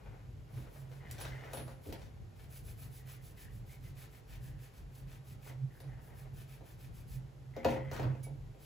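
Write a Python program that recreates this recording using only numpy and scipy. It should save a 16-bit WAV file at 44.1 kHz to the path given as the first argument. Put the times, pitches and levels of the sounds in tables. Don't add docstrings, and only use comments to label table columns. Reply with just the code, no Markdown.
import sys
import numpy as np
from scipy import signal
from scipy.fft import rfft, irfft
from scipy.io import wavfile

SR = 44100
rng = np.random.default_rng(int(sys.argv[2]) if len(sys.argv) > 2 else 0)


def file_out(sig):
    cols = np.atleast_2d(sig).T
    lim = np.clip(cols, -1, 1)
    pcm = np.round(lim * 32767).astype(np.int16)
    wavfile.write(sys.argv[1], SR, pcm)


N = 381766
TIME = np.arange(N) / SR

# (f/Hz, density/dB)
FIZZ_SPECTRUM = [(100, -58), (3000, -4), (5500, -4), (7500, -4), (9000, 1.5), (11400, -4), (13000, 3),
                 (14500, 2.5), (15800, -9.5)]


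def amp(db):
    return 10 ** (np.asarray(db) / 20)


def unit(x):
    return x / np.sqrt(np.mean(x ** 2) + 1e-20)


def read(points, hz):
    f, value = np.transpose(points)
    return np.interp(np.log(hz + 1), np.log(f + 1), value)


def add(mix, s, sound):
    part = mix[max(round(s * SR), 0):][:len(sound)]
    part += sound[:len(part)]


def through(x, response):
    return signal.fftconvolve(x, response)[:N]


def colour(spectrum, size=4096):
    log_gain = np.log(amp(read(spectrum, abs(np.fft.fftfreq(size, 1 / SR)))))
    response = np.fft.ifft(np.exp(np.conj(signal.hilbert(log_gain)))).real
    return response / np.linalg.norm(response)


def ring(modes):
    t = TIME[:SR]
    response = np.zeros(SR)
    for k, (hz, db, t60) in enumerate(modes):
        sign = (-1) ** k
        response += sign * amp(db - 60 * t / t60) * np.sin(2 * np.pi * hz * t)
    return response / np.linalg.norm(response)


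def resonances(peaks):
    modes = []
    for hz, width_hz, db in peaks:
        t60 = np.log(1000) / np.pi / width_hz
        modes.append((hz, db + 20 * np.log10(width_hz), t60))
    return ring(modes)


def resonate(x, hz, width_hz):
    turn = np.exp(2j * np.pi * np.cumsum(hz) / SR)
    r = np.exp(-np.pi * width_hz / SR)
    baseband = signal.lfilter([1 - r], [1, -r], x / turn + 1e-18)
    return 2 * (turn * baseband).real


def burst(envelope):
    noise = rng.standard_normal(len(envelope)) * envelope
    return noise / np.linalg.norm(noise)


def wander(rate_hz):
    hz = np.fft.rfftfreq(N, 1 / SR)
    return unit(irfft(rfft(rng.standard_normal(N)) * np.exp(-(hz / rate_hz) ** 2), N))


def crumbs(per_s, spread_db, smooth):
    sizes = amp(spread_db * np.minimum(rng.exponential(1, N), 4)) * rng.choice([-1, 1], N)
    impulses = unit(sizes * (rng.random(N) < per_s / SR))
    return unit(impulses + smooth * rng.standard_normal(N))


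def diffuse(pair):
    # (f/Hz, correlation)
    coherence = [(40, 1), (130, 0.71), (250, 0.76), (450, 0.01), (1300, 0.021), (2200, 0.45), (5300, 0.35),
                 (7000, 0.99), (16000, 0.89)]
    size = pair.shape[1]
    same = np.clip(read(coherence, np.fft.rfftfreq(size, 1 / SR)), -1, 1)
    mid, side = rfft(pair) * np.sqrt([(1 + same) / 2, (1 - same) / 2])
    return irfft(np.array([mid + side, mid - side]), size)


def room(x, wet_db, left_db, build_s=0.00044):
    # (f/Hz, t60/s)
    reverberation = [(100, 0.56), (500, 0.39), (2000, 0.26), (6000, 0.22), (15000, 0.1)]
    hz, t, z = signal.stft(diffuse(rng.standard_normal((2, SR))), SR, nperseg=256)
    decay = amp(-60 * t / read(reverberation, hz)[:, None])
    tail = signal.istft(z * decay, SR, nperseg=256)[1][:, :SR]
    build = 1 - np.exp(-(TIME[:SR] / build_s) ** 2)
    tail *= build / np.sqrt(np.sum(tail ** 2) / 2)
    pair = x + amp(wet_db) * np.array([through(x, side) for side in tail])
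    balance = amp([[left_db / 2], [-left_db / 2]])
    return pair * balance / np.hypot(1, amp(wet_db))


def ambience(lump_db=5.5):
    # (f/Hz, density/dB)
    air_spectrum = [(20, -23), (30, -14.5), (45, 5.5), (80, -1.5), (115, 4.5), (160, -5), (220, -15.5),
                    (400, -16), (750, -24), (1200, -29), (2200, -33), (4500, -38), (9000, -43.5),
                    (13000, -42), (16000, -56)]
    # (f/Hz, rms level/dB)
    tones = [(437, -80), (778, -82)]
    noise = diffuse(rng.standard_normal((2, N)))
    air = amp(-52.0) * unit(np.array([through(side, colour(air_spectrum)) for side in noise]))
    rumble = signal.sosfiltfilt(signal.butter(2, 250, fs=SR, output="sos"), air)
    lumps = amp(lump_db * np.tanh(wander(rate_hz=6.2)))
    whine = sum(np.sqrt(2) * amp(db) * np.sin(2 * np.pi * hz * TIME) for hz, db in tones)
    return air - rumble + rumble * lumps + whine


def hum(centre_hz=132.5, drift_hz=4.11, flutter=0.32, throb_db=4.0, throb_hz=7):
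    # (t/s, level/dB)
    swell = [(0, -66), (.5, -62), (.58, -41), (.69, -67), (.8, -52.5), (.91, -42), (1.02, -49.5),
             (1.09, -60), (1.28, -52), (1.66, -51), (1.83, -58.5), (1.95, -61), (2.1, -59), (2.4, -71),
             (2.62, -59.5), (2.93, -59), (3.02, -43.5), (3.2, -48), (3.36, -74), (3.85, -50.5),
             (4.3, -63.5), (4.53, -48), (4.8, -67), (5.03, -50), (5.3, -59.5), (5.55, -47.5), (5.65, -37),
             (5.76, -75), (5.89, -44.5), (6.0, -64), (6.35, -50), (6.75, -62.5), (7.05, -56.5),
             (7.19, -44.5), (7.33, -65.5), (7.49, -42.5), (7.6, -50), (7.8, -42), (7.95, -49),
             (8.08, -33.5), (8.2, -43), (8.35, -44.5), (8.5, -56.5), (8.66, -56)]
    turns = np.cumsum(centre_hz + drift_hz * wander(rate_hz=18.5)) / SR
    throb = throb_db * np.tanh(wander(rate_hz=throb_hz))
    level = amp(np.interp(TIME, *np.transpose(swell)) + throb)
    level = level * (1 + flutter * wander(rate_hz=25.0))
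    balance = amp([[-3.5], [.8]])
    return np.sqrt(2) * level * np.sin(2 * np.pi * turns) * balance


def sliding(rise_s=0.0076, handling_db=-76.5):
    # (start t/s, end t/s, relative level/dB, fall/(dB per s))
    pushes = [(-.05, 0.01, -58.5, 54), (0.483, 1.175, -65.5, 70), (1.179, 1.267, -59, 90),
              (1.297, 1.615, -58.5, 74), (1.846, 1.962, -67, 45), (5.454, 5.505, -59.5, 218),
              (5.797, 6.25, -68, 68), (7.555, 7.817, -56.5, 86), (7.924, 8.026, -51, 93)]
    # (f/Hz, density/dB)
    friction_spectrum = [(40, 0.5), (150, -5), (400, -0.5), (800, -2), (1300, -7), (2200, -9.5),
                         (4000, -25.5), (8000, -35), (16000, -33)]
    level = np.full(N, amp(handling_db))
    for start, end, db, fall_db_per_s in pushes:
        rise = np.clip((TIME - start) / rise_s, 0, 1)
        level = np.maximum(level, rise * amp(db - fall_db_per_s * np.maximum(TIME - end, 0)))
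    grains = crumbs(per_s=1100, spread_db=3.2, smooth=.6)
    unsteady = amp(5.7 * np.tanh(wander(rate_hz=33)))
    return room(through(level * unsteady * grains, colour(friction_spectrum)), wet_db=0, left_db=3.0)


def knocks(snap_s=0.0011, uneven=0.14):
    # (t/s, thud level/dB, first contact/ms,
    # crust crack level/dB, change per rebound/dB, board ring against thud/dB)
    impacts = [(.575, -15, 3.45, -39, -17, 4), (1.111, -21.5, 3.1, -33, -20, 2),
               (1.213, -25.5, 0.22, -24.5, -6, -5), (1.252, -29, 0.34, -24, -13, 6),
               (1.534, -22.5, 0.6, -23.5, 2, 10), (1.679, -31, 0.55, -32, -11, 9),
               (1.864, -14, 2.3, -52, -7, -4), (1.888, -10.5, 2.46, -44, -22, -4),
               (1.925, -21, 0.33, -25.5, -23, -11), (5.498, -27, 0.78, -43, -22, -4),
               (5.804, -30, 0.94, -36, -0.5, -2), (6.609, -27.5, 0.76, -48, -24, -7),
               (7.565, -14, 1.5, -27, -24, 7.5), (7.6472, -11, 0.15, -15.5, -18, 2.5),
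               (7.651, -0.5, 0.73, -29, -20, 5), (7.686, -15.5, 0.17, -29, 1.5, 0),
               (7.914, -16, 1.26, -22.5, -14, 4), (7.964, -27, 0.49, -24, -11, 4),
               (7.996, -9.5, 0.9, -26.5, -23, -8), (8.03, -12, 2.3, -26, -13, -8),
               (8.048, -4, 3.2, -54, -21, -9), (8.085, -12, 3.2, -59, -19, -6),
               (8.15, -28, 0.39, -44, -11, 0), (8.268, -24, 1, -45.5, -2.5, -2),
               (8.547, -32.5, 1.1, -46, -16, -2)]
    # (f/Hz, relative level/dB, t60/s)
    board_modes = [(132, -15, .6), (165, -15, .3), (234, -11, .38), (326, -10.5, .2), (430, -5, .26),
                   (529, -1.5, .42), (555, -5, .28), (590, 9.5, .04), (696, -5, .18), (817, -8, .25),
                   (855, -12, .22), (944, -10, .25), (985, -5, .07), (1043, -14, .25), (1346, -13, .3),
                   (1420, -16, .2), (1782, -14, .28), (1945, -18, .25), (2520, -7.5, .36), (2680, -9, .2),
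                   (2923, -15, .25), (3445, -18, .3), (3850, -18, .2), (4177, -17, .25), (5534, -19, .25)]
    # (f/Hz, density/dB)
    thud_spectrum = [(40, -17), (80, 4), (170, -5.5), (330, 1.5), (550, 1.5), (950, 0), (1200, -15.5),
                     (2000, -11.5), (2800, -6), (4000, -29), (16000, -30)]
    # (f/Hz, density/dB)
    crack_spectrum = [(100, -8), (700, 5), (1500, 20), (2800, 8.5), (4000, 11.5), (6500, 2.5), (9000, -11),
                      (12000, 0.5), (16000, 2)]
    rebounds, rebound_s = 2, .035
    soften = 1.8
    rebound_ring_db = -5.5
    thud, flex, crack = np.zeros((3, N))
    t = TIME[:SR // 20]
    for s, thud_db, contact_ms, crack_db, rebound_db, ring_db in impacts:
        for k in range(1 + rebounds):
            at = s + k * rebound_s * (1 + uneven * rng.uniform(-1, 1))
            push = np.sin(np.pi * np.minimum(1000 * t / (contact_ms * soften ** k), 1)) ** 2
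            push = push / push.sum()
            flex_db = thud_db + ring_db + k * (rebound_db + rebound_ring_db)
            snap = burst(np.exp(-t / snap_s))
            add(thud, at, amp(thud_db + k * rebound_db) * push)
            add(flex, at, amp(flex_db) * push)
            add(crack, at, amp(crack_db + k * rebound_db) / soften ** k * snap)
    body = room(amp(2.0) * through(thud, colour(thud_spectrum)), wet_db=3.5, left_db=0.5)
    modes = room(amp(-1) * through(flex, ring(board_modes)), wet_db=-8, left_db=3.5)
    crust = room(amp(1.0) * through(crack, colour(crack_spectrum)), wet_db=4.5, left_db=1.5)
    return body + modes + crust


def blade(tick_s=0.0011, graze_s=0.009, swell_s=0.013, left_db=0.5):
    # (t/s, tick level/dB, free ring level/dB,
    # ring held against the bread level/dB, low bending note level/dB)
    touches = [(1.112, -24.5, -45, -52, -50), (1.203, -31, -50, -23, -44), (1.533, -29, -25, -41, -45),
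               (1.927, -30, -46, -48, -40), (5.803, -37, -48, -46, -55), (7.097, -44, -60, -73, -65),
               (7.647, -31, -50, -43, -45), (7.934, -31, -55, -44, -50), (8.227, -54, -49, -27.5, -28)]
    # (f/Hz, relative level/dB, t60/s)
    free_modes = [(2665, -14, .28), (4350, -16, .4), (5500, -14, .25), (7850, -14, .3), (10590, -1, .44),
                  (11830, -7, .46), (15220, -13, .25)]
    # (f/Hz, relative level/dB, t60/s)
    held_modes = [(3850, -15, .08), (6600, -11, .08), (9330, -3, .09), (10910, 3, .08), (12600, -3, .07),
                  (14160, -3, .06), (14750, -7, .06)]
    # (f/Hz, relative level/dB, t60/s)
    bent_modes = [(2265, 0, .16)]
    tick, graze, free, held, bent = np.zeros((5, N))
    t = TIME[:SR // 10]
    for s, tick_db, free_db, held_db, bent_db in touches:
        add(tick, s, amp(tick_db) * burst(np.exp(-t / tick_s)))
        add(graze, s, amp(held_db) * burst(t * np.exp(-t / graze_s)))
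        add(free, s, amp([free_db]))
        add(held, s, amp([held_db]))
        add(bent, s + graze_s, amp([bent_db]))
    swell = 1 - np.exp(-(TIME[:SR] / swell_s) ** 2)
    grit = through(tick + amp(-5.0) * graze, colour(FIZZ_SPECTRUM))
    steel = through(free, ring(free_modes))
    steel = steel + amp(9) * through(held, swell * ring(held_modes))
    steel = steel + through(bent, swell * ring(bent_modes))
    contact = room(amp(5.5) * grit, wet_db=2.5, left_db=left_db)
    return contact + room(amp(3.0) * steel, wet_db=-8, left_db=left_db)


def narrow_rasp(waver_oct=.035, catch_db=0.5):
    # (start t/s, end t/s, level/dB, centre f/Hz)
    rasps = [(1, 1.323, -67, 1900), (1.047, 1.07, -62, 1930), (1.315, 1.506, -59, 1870),
             (2.942, 3.2, -75, 1980), (3.367, 3.5, -68.5, 1850), (3.688, 3.747, -68.5, 2150),
             (3.837, 3.88, -73, 2070), (3.98, 4.05, -73, 1880), (4.12, 4.17, -73, 1950),
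             (4.284, 4.66, -77, 1810), (4.436, 4.48, -73, 1800), (5.45, 5.495, -64, 1990),
             (5.7, 5.808, -72, 1770), (5.87, 5.93, -72, 1890), (5.907, 6.215, -73, 1800),
             (7.535, 7.915, -59.5, 2000)]
    rise_s, fall_db_per_s = 0.007, 260
    width_hz = 340
    partials = [(1, 0), (1.555, -14)]
    out = np.zeros(N)
    grains = crumbs(per_s=450, spread_db=2.0, smooth=0.23)
    grains = grains * amp(catch_db * np.tanh(wander(rate_hz=20)))
    waver = 2 ** (waver_oct * wander(rate_hz=15))
    for start, end, db, hz in rasps:
        first = round(start * SR)
        part = slice(first, first + SR)
        t = np.maximum(TIME[part] - start, 0)
        fall_db = fall_db_per_s * np.maximum(t - (end - start), 0)
        level = np.minimum(t / rise_s, 1) * amp(db - fall_db)
        for ratio, share_db in partials:
            pitch = ratio * hz * waver[part]
            rasp = resonate(resonate(grains[part], pitch, width_hz), pitch, width_hz)
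            add(out, start, amp(share_db) * level * unit(rasp))
    return room(out, wet_db=-9.0, left_db=1.0)


def sawing(sharpness=1.58, bite=1.0, catch_db=1.5, snag_db=2.0):
    # (middle t/s, crust rasp level/dB, fizz level/dB)
    strokes = [(0.587, -71, -71), (0.77, -73.5, -68.5), (0.947, -71, -73), (1.125, -64, -72.0),
               (1.242, -57, -63), (1.35, -67, -75), (1.46, -70.5, -74), (1.56, -60, -68), (1.69, -69, -73),
               (1.875, -68.5, -64), (2.03, -68, -80), (2.415, -73.5, -70), (2.555, -71.5, -60),
               (2.687, -71.5, -61.5), (2.824, -70, -61), (2.962, -75, -62), (3.117, -65.5, -60.5),
               (3.27, -75.5, -63), (3.415, -70, -61.5), (3.556, -78, -69), (3.718, -71, -63.5),
               (3.865, -71.5, -66.5), (4.013, -66, -61.5), (4.153, -73, -67.5), (4.327, -68.5, -65),
               (4.463, -74.5, -63.5), (4.637, -71.5, -66.5), (4.772, -73, -69.5), (4.975, -77, -65.5),
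               (5.125, -69, -66), (5.299, -73, -64), (5.472, -66.5, -62), (5.77, -83, -71),
               (6.063, -96, -69.5), (6.195, -76.5, -67), (6.393, -69, -63.5), (6.527, -70, -65.5),
               (6.694, -72, -66.5), (6.831, -71.5, -66.5), (6.98, -76, -66.5), (7.129, -73, -61),
               (7.7, -57, -65), (7.964, -56.5, -68), (8.65, -67, -63.5)]
    # (t/s, relative level/dB)
    singing_curve = [(.5, 3), (1.2, -8), (2.9, 0), (3.5, -3.5), (5.5, -6.5), (6.1, -1), (6.5, -3.5)]
    # (f/Hz, width/Hz, relative level/dB)
    edge_peaks = [(9330, 250, -8), (10930, 260, 1), (12650, 350, 0), (14300, 550, 0)]
    # (f/Hz, density/dB)
    rasp_spectrum = [(60, -31), (170, 8), (300, 8), (600, 13.5), (1200, 3), (2000, 8.5), (3200, 4.5),
                     (5000, 1.5), (7500, -3.5), (10000, -5), (16000, -7)]
    stroke_s, slow_start_s, warm_up_s = 0.15, 0.077, 0.68
    lifted_from_s, lifted_until_s = 2.2, 7.4
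    lifted_cut_hz = 790
    crust_hz, crust_width_hz, crust_spread_oct = 2220, 1900, 0.088

    on_board, in_air, fizz, patch = np.zeros((4, N))
    patch_hz = crust_hz * 2 ** (crust_spread_oct * rng.standard_normal(len(strokes)))
    grains = crumbs(per_s=2800, spread_db=0.5, smooth=0.85) * amp(catch_db * wander(rate_hz=55))
    snags = unit(amp(snag_db * np.tanh(wander(rate_hz=36))))
    flakes = snags * crumbs(per_s=380, spread_db=3.3, smooth=.38)
    for (middle, rasp_db, fizz_db), hz in zip(strokes, patch_hz):
        length = stroke_s + slow_start_s * np.exp((strokes[0][0] - middle) / warm_up_s)
        speed = np.sin(np.linspace(0, np.pi, round(length * SR))).clip(0) ** sharpness
        start = middle - length / 2
        lifted = lifted_from_s < middle < lifted_until_s
        rasp = amp(rasp_db) * speed ** bite
        add(in_air if lifted else on_board, start, rasp)
        add(fizz, start, amp(fizz_db) * speed)
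        if lifted:
            scrape = rasp * flakes[round(start * SR):][:len(speed)]
            limits = [hz - crust_width_hz / 2, hz + crust_width_hz / 2]
            band = signal.butter(2, limits, "band", fs=SR, output="sos")
            add(patch, start, signal.sosfilt(band, scrape))
    thin = signal.sosfilt(signal.butter(2, lifted_cut_hz, "high", fs=SR, output="sos"), flakes * in_air)
    crust = amp(4.5) * through(flakes * on_board + thin, colour(rasp_spectrum)) + amp(6.0) * patch
    hiss = through(grains * fizz, colour(FIZZ_SPECTRUM))
    singing = amp(np.interp(TIME, *np.transpose(singing_curve)))
    edge_drive = fizz * singing * crumbs(per_s=2200, spread_db=-13, smooth=0.56)
    edge = through(edge_drive, resonances(edge_peaks))
    steel = room(amp(1.5) * (hiss + edge), wet_db=-5.5, left_db=0.0)
    return room(crust, wet_db=2.5, left_db=3.0) + steel


def scene():
    background = ambience() + hum()
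    contacts = sliding() + knocks() + blade()
    return background + contacts + narrow_rasp() + sawing()


def record(dry):
    # (f/Hz, lead of the left/rad)
    phase_lead = [(0, 0), (600, .4), (3000, .5), (4500, .2), (7400, 0), (8800, -3.1), (9400, -3.4),
                  (10800, -6.1), (11600, -6.4), (13200, -9.4), (13600, -9.6), (15000, -12.5)]
    bass_cut_hz, treble_limit_hz = 28, 15850
    phase = np.interp(np.fft.rfftfreq(N, 1 / SR), *np.transpose(phase_lead))
    pair = irfft(rfft(dry) * np.exp(.5j * np.array([phase, -phase])), N)
    pair = signal.sosfilt(signal.butter(3, bass_cut_hz, "high", fs=SR, output="sos"), pair)
    low_pass = signal.firwin(511, treble_limit_hz, window=("kaiser", 9), fs=SR)
    return signal.oaconvolve(pair, low_pass[None], "same")


dry = scene()
out = record(dry)
file_out(out)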